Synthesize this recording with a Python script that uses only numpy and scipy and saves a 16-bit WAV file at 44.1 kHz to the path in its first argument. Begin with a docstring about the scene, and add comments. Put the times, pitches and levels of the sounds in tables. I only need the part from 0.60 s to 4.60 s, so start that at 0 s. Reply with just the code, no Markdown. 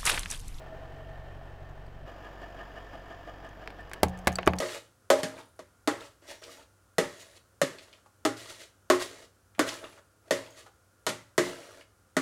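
"""Plastic sunglasses and a toy ball break under a car's tyre: faint cracks, then three loud cracks. Each
fracture releases stored strain as a pop and a burst of noise and sets the frame and tyre ringing; splinters
tick away. The four-cylinder engine idles as the car creeps over concrete, its periodic firing heard as drone
and clatter close to the ground, first by the exhaust, then by the front wheel. The loudest cracks overload the
microphone."""
import sys
import numpy as np
from scipy import signal
from scipy.fft import rfft, irfft
from scipy.io import wavfile
from scipy.ndimage import uniform_filter1d

SR = 44100
rng = np.random.default_rng(int(sys.argv[2]) if len(sys.argv) > 2 else 0)


def to_wav(s):
    """Save 16-bit WAV."""
    ch = np.atleast_2d(s).T  # columns
    pcm = np.round(np.clip(ch, -1, 1) * 32767)  # PCM
    wavfile.write(sys.argv[1], SR, pcm.astype(np.int16))


N = 176400

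# Fractures. Each row: start in seconds, pitch in Hz, levels of pop, frame, body, snap and fizz in dB,
# base decay time in seconds, tyre level in dB.
CRACKS = [(3.0752, 400, -38, -47, -38, -30.5, -48, 0.015, -70),
          (3.1037, 887, -58, -63, -51, -44, -59, 0.039, -75),
          (3.3152, 1930, -33, -46, -48, -34, -58, 0.0097, -77),
          (3.3341, 2290, -44, -54, -53, -37, -32.5, 0.023, -77),
          (3.34, 1580, -42, -50, -48, -34.5, -44, 0.0089, -77),
          (3.4320, 683, 0, -15.5, -15.5, -21, -12.5, 0.028, -27.5),
          (3.6720, 1003, -9, -20.5, -20, -15.5, -21.5, 0.026, -30.5),
          (3.6774, 1650, -20, -27, -35, -38, -18.5, 0.023, -65),
          (3.7860, 1400, -19, -26.5, -27.5, -26, -62, 0.03, -55),
          (3.8309, 2780, -24.5, -51, -44, -32.5, -58, 0.01, -62),
          (3.868, 1210, -19.5, -40, -31, -26.5, -41, 0.012, -49),
          (3.8742, 368, -4, -16.5, -18.5, -29.5, -38, 0.031, -27.5),
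          (3.8758, 1240, -0.5, -20, -27.5, -19.5, -24, .017, -50),
          (3.9350, 1160, -13, -33.5, -27.5, -28.5, -52, 0.01, -40)]
# Normal modes. Each row: frequency in Hz, relative level in dB, time to decay by 60 dB in seconds.
FRAME_MODES = [(342, -5.5, 0.043), (417, 0.5, 0.033), (460, 0.5, 0.052), (600, 5.5, 0.023),
               (686, 2.5, 0.038), (845, -3, 0.058), (1010, 2, 0.02), (1153, -1, 0.028), (1236, -12, 0.035),
               (1580, -0.5, 0.031), (2020, -4.5, 0.038), (2196, -2, 0.034), (2540, -6, .04)]
TYRE_MODES = [(78, 3, 0.31), (183.5, -2, 0.66), (125, -7.5, 0.5), (155, 0.5, 0.13), (213.5, -1.5, 0.16),
              (293, -5, 0.17), (536, -19.5, 1), (711, -13, 0.59), (767, -15.5, 0.87), (824, -17.5, .7),
              (890, -20, 0.52)]
# Low, middle and high fracture noise. Each row: frequency in Hz, relative spectral level in dB.
BODY_SPECTRUM = [(60, -22), (170, -13), (260, 4), (380, 9.5), (750, 7), (1150, 2), (1500, -14), (4000, -50)]
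SNAP_SPECTRUM = [(500, 3), (1100, -8.5), (1380, -5), (1620, 7.5), (1850, -4), (2200, 3.5), (2700, -5),
                 (3300, -7.5), (4500, -8.5), (7000, -30), (14000, -56)]
FIZZ_SPECTRUM = [(1500, 9), (3500, 0.5), (6000, -1), (7800, 1), (9000, -4), (10700, 1.5), (12200, -9.5),
                 (14500, -5), (16000, -14)]
# Splinters. Each row: start in seconds, pitch in Hz, ring in dB, decay time in seconds, click in dB.
SPLINTERS = [(1.094, 6800, -66, .02, -60), (1.266, 4700, -55, .025, -64), (2.848, 5000, -52.5, 0.027, -65),
             (2.891, 6460, -48, 0.012, -56), (3.207, 7500, -63, .015, -54), (3.297, 7800, -60, .015, -52),
             (3.484, 6450, -45, 0.023, -39), (3.4945, 5430, -54, .015, -44), (3.5752, 4600, -52, .015, -43),
             (3.5888, 6430, -42, 0.015, -44), (3.648, 7000, -60, .015, -51), (3.7200, 6560, -39, .025, -38),
             (3.7277, 6400, -39, .025, -41), (3.7360, 6500, -54, 0.024, -47),
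             (3.756, 4600, -18.5, 0.021, -30.5), (3.8120, 7540, -63, .015, -58),
             (3.8260, 6500, -49, .025, -55), (3.862, 6570, -33.5, 0.026, -40),
             (3.8950, 6300, -50, .015, -52), (3.9078, 6550, -51, .025, -54),
             (3.9215, 6550, -57, 0.023, -62), (3.956, 6550, -48, .025, -53), (3.9650, 6500, -52, .02, -46),
             (3.9864, 4580, -15.5, 0.0047, -34.5), (3.989, 5760, -24, .032, -34)]
# Modes of a splinter. Each row: ratio to its pitch, relative level in dB.
SPLINTER_MODES = [(1, -7), (1.25, -20), (1.39, -22), (1.69, -12), (1.92, -26)]
# Harmonics of the cycle: those of the exhaust pulses, and at three times the cycle rate a line from a rotating
# shaft. Each row: multiple of the cycle rate, level in dB at the rear and at the front.
HARMONICS = [(1, -51.5, -62), (2, -62, -67), (3, -62, -74), (4, -49, -52), (5, -79, -108), (6, -64, -82),
             (7, -75, -86), (8, -52, -59), (9, -77, -74), (10, -75, -85), (11, -78, -87), (12, -55, -66.5),
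             (13, -67.5, -71), (14, -70.5, -77), (16, -83, -67), (20, -69.5, -94)]
# Engine noises. Each row: frequency in Hz, relative spectral level in dB.
REAR_SPECTRUM = [(130, -22), (200, -20), (260, -11), (550, -10), (700, -10), (900, -15), (1510, -18),
                 (1800, -17.5), (2000, -24.5), (3060, -27), (3630, -32.5), (7000, -42.5), (10500, -49),
                 (16000, -55)]
FRONT_SPECTRUM = [(100, -39), (170, -15), (312, -2.5), (350, -6), (681, -4), (1430, -12.5), (1730, -11),
                  (2050, -18.5), (3180, -20.5), (4070, -31), (4920, -27.5), (8380, -42.5), (13700, -45.5),
                  (16000, -47)]
RUMBLE_SPECTRUM = [(10, -5), (20, 2.5), (50, 0.5), (90, 0.5), (160, -6), (260, -20.5), (600, -74)]
HISS_SPECTRUM = [(11500, -16), (12400, -13), (12750, -1), (13100, -10), (13550, 2), (13950, -7),
                 (14350, -1), (14900, -7), (15800, -7)]
# Resonances of engine parts. 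Each row: frequency in Hz, nominal width in Hz, relative level in dB.
REAR_RINGS = [(672, 92, -8), (806, 110, -11), (1797, 88, -12), (3080, 180, -23)]
FRONT_RINGS = [(680, 77, -5), (1220, 29, -13.5), (1782.5, 42, -8), (1670, 62, -12), (2930, 116, -19.5),
               (3237, 75, -23.5), (4880, 150, -31), (7000, 600, -33.5)]
# Envelopes of the clatter, its resonances and the whine. Each row: time in seconds, gain in dB.
REAR_LEVEL = [(0, -49), (.2, -49.5), (.5, -50.5), (.8, -51.5), (1.1, -52), (1.45, -53)]
FRONT_LEVEL = [(1.45, -48.5), (1.85, -47.5), (2.3, -47.5), (2.7, -48.5), (3.1, -49), (3.4, -49), (4, -48.5)]
RING_LEVEL = [(0, -1), (.7, 1.5), (1.1, -2), (1.5, -0.5), (2.7, 0.5), (3.2, -4), (4, -1)]
WHINE_LEVEL = [(0, -48), (.22, -52), (.3, -53.5), (.5, -52), (.7, -62.5), (1.1, -62), (1.4, -58)]
# Churning, which recedes as the wheel nears. Each row: time in seconds, gain on its depth in dB.
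SWELL_DEPTH = [(0, 0), (2.5, 0.5), (2.9, 0), (3.3, 0), (4, -2)]
# Knock strengths. Each entry: relative level of one cylinder in dB.
CYLINDER_DB = [-0.59, -1.8, 1, -1.7]

CYCLE_HZ = 11.68  # four firings a cycle
MOVE_S = 1.455  # the listener changes from exhaust (rear) to wheel (front)
STRONG_FIRING_S, KNOCK_AT_S, SWELL_AT_S = 0.68, 1.817, 2  # time origins of the periodic patterns


def cracks(spread_octaves=1.13):
    """Brittle fracture: sudden release of strain radiates a pop and noise and excites frame and tyre."""
    body, snap, fizz = noise(BODY_SPECTRUM), noise(SNAP_SPECTRUM), noise(FIZZ_SPECTRUM)
    out = np.zeros(N)
    for start, hz, pop_db, frame_db, body_db, snap_db, fizz_db, t60, tyre_db in CRACKS:
        first = int(start * SR)
        t = age(start)[first:]
        hit = -undb(pop_db) * ring(t, hz, 0.42 * t60)
        for k, (mode_hz, db, mode_t60) in enumerate(FRAME_MODES):
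            coupling = np.exp(-.5 * (np.log2(mode_hz / hz) / spread_octaves) ** 2)
            hit += (-1) ** k * coupling * undb(frame_db + db) * ring(t, mode_hz, mode_t60)
        hit += undb(body_db) * body[first:] * burst(t, 1.46 * t60, tail_db=-8.5, tail_t60=0.13)
        hit += undb(snap_db) * snap[first:] * burst(t, 0.76 * t60, tail_db=-16, tail_t60=4.8 * t60)
        hit += undb(fizz_db) * fizz[first:] * burst(t, 0.54 * t60, tail_db=-20, tail_t60=2.56 * t60)
        tyre = sum(undb(db) * ring(t, mode_hz, mode_t60) for mode_hz, db, mode_t60 in TYRE_MODES)
        out[first:] += hit + undb(tyre_db) * tyre
    return out


def splinters():
    """Free vibration: small stiff pieces click off and rattle, their highest modes damped fastest."""
    fizz, out = noise(FIZZ_SPECTRUM), np.zeros(N)
    rattles = [1 + .8 * walk(700) for _ in SPLINTER_MODES]
    for start, hz, ring_db, t60, click_db in SPLINTERS:
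        first = int(start * SR)
        t = age(start)[first:]
        modes = 0
        for (ratio, db), rattle in zip(SPLINTER_MODES, rattles):
            mode_t60 = t60 * min(1, 7000 / (hz * ratio)) ** 1.5
            modes += undb(db) * ring(t, hz * ratio, mode_t60) * rattle[first:]
        click = fizz[first:] * burst(t, 0.0046, tail_db=-15.5, tail_t60=0.061)
        out[first:] += undb(ring_db) * modes + undb(click_db) * click
    return out


def engine():
    """An extended source sounds different from place to place: first the rear, then the front."""
    front = np.clip(age(MOVE_S) / 0.0081, 0, 1)
    by_exhaust = curve(REAR_LEVEL) * clatter(
        REAR_SPECTRUM, REAR_RINGS, noise_db=-1.18, hiss_db=-30, knock=.5, swell_db=-1.3, ring_swell_db=-2)
    by_wheel = curve(FRONT_LEVEL) * clatter(
        FRONT_SPECTRUM, FRONT_RINGS,
        noise_db=-1.5, hiss_db=-31.5, knock=.8, swell_db=3.5, ring_swell_db=12.5)
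    by_exhaust += whine()
    return drone(front) + (1 - front) * by_exhaust + front * by_wheel


def drone(front, rear_rumble_db=-54.5, front_rumble_db=-58):
    """Periodic exhaust pulses, one stronger than the rest, give harmonics of the cycle over a rumble; a
    rotating shaft adds the line at three times the cycle rate."""
    cycles = np.cumsum(CYCLE_HZ * (1 + .002 * walk(2.93))) / SR - CYCLE_HZ * STRONG_FIRING_S
    out = noise(RUMBLE_SPECTRUM) * undb(rear_rumble_db + front * (front_rumble_db - rear_rumble_db))
    for k, rear_db, front_db in HARMONICS:
        wobble = 1 + 0.12 * walk(7.52)
        amplitude = np.sqrt(2) * undb(rear_db + front * (front_db - rear_db)) * wobble
        out += amplitude * np.sin(2 * np.pi * k * cycles)
    return out


def clatter(spectrum, rings, noise_db, hiss_db, knock, swell_db, ring_swell_db):
    """Forced vibration: firings knock the engine's parts, churning every second cycle over a thin hiss."""
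    t = np.arange(N) / SR
    firings = 4 * CYCLE_HZ * (t - KNOCK_AT_S)
    strengths = undb(np.tile(CYLINDER_DB, 64) + 1.5 * rng.standard_normal(256))
    strength = strengths[np.floor(firings).astype(int) % 256]
    knocks = 1 + knock * strength * np.exp(-(firings % 1) / 0.33)  # decays in a third of a firing
    swell = np.exp(3.6 * (np.cos(np.pi * CYCLE_HZ * (t - SWELL_AT_S)) - 1)) * curve(SWELL_DEPTH)
    out = undb(noise_db) * unit(noise(spectrum) * knocks * undb(swell_db * swell))
    out += undb(hiss_db) * noise(HISS_SPECTRUM)
    for hz, width, db in rings:
        depth_db = ring_swell_db * min(1, 2400 / hz)  # the highest rings stay steadier
        force = rng.standard_normal(N) * knocks ** 2 * undb(depth_db * swell)
        out += undb(db) * curve(RING_LEVEL) * resonate(force, hz, 1.35 * width)
    return out


def whine():
    """A narrow resonance driven by noise gives a pitch, which fades as the car draws away."""
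    return resonate(rng.standard_normal(N), hz=644, width_hz=23) * curve(WHINE_LEVEL)


def burst(t, t60, tail_db, tail_t60):
    """A fracture and its echo between ground and underbody add in power to form one envelope."""
    return np.hypot(fade(t, t60), undb(tail_db) * fade(t, tail_t60))


def ring(t, hz, t60):
    """A struck mode vibrates as a damped sinusoid."""
    return np.sin(2 * np.pi * hz * t) * fade(t, t60)


def fade(t, t60):
    """Exponential decay from t = 0, by 60 dB in t60 seconds."""
    return (t > 0) * np.exp(-np.minimum(np.log(1000) * t / t60, 40))


def resonate(x, hz, width_hz):
    """Two equal resonators in series pass a narrow band, scaled to rms 1."""
    b, a = signal.iirpeak(hz, hz / width_hz, fs=SR)
    return unit(signal.lfilter(b, a, signal.lfilter(b, a, x)))


def noise(spectrum):
    """Filtered white noise of rms 1, falling 24 dB an octave below the spectrum's first point."""
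    hz, db = np.array(spectrum, float).T
    octave = np.log2(np.maximum(np.arange(N // 2 + 1) * SR / N, 1))
    gain_db = np.interp(octave, np.log2(hz), db) - 24 * np.maximum(np.log2(hz[0]) - octave, 0)
    return unit(irfft(rfft(rng.standard_normal(N)) * undb(gain_db), N))


def walk(rate_hz):
    """Smoothed random steps give a fluctuation of rms 1."""
    hold = int(SR / rate_hz)
    steps = np.repeat(rng.standard_normal(N // hold + 1), hold)
    return unit(uniform_filter1d(uniform_filter1d(steps, hold), hold)[:N])


def curve(rows):
    """Gain over time, linear in dB between points."""
    return undb(np.interp(np.arange(N) / SR, *np.array(rows).T))


def age(start):
    """Seconds since start, zero before it."""
    return np.maximum(np.arange(N) / SR - start, 0)


def undb(db):
    """Decibels to amplitude ratio."""
    return 10 ** (np.asarray(db) / 20)


def unit(x):
    """Normalisation to rms 1."""
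    return x / np.sqrt(np.mean(x ** 2))


def scene():
    """Superposition: the pressures of engine and breaking plastic add at one microphone."""
    return (engine() + cracks() + splinters())[None]


def record(dry, ceiling=.5, top_hz=15850):
    """Saturation in the microphone flattens the loudest peaks; a low-pass limits the bandwidth."""
    clipped = dry / (1 + (dry / ceiling) ** 8) ** (1 / 8)
    return signal.sosfilt(signal.ellip(8, .2, 80, top_hz, fs=SR, output="sos"), clipped)


dry = scene()
out = record(dry)
to_wav(out)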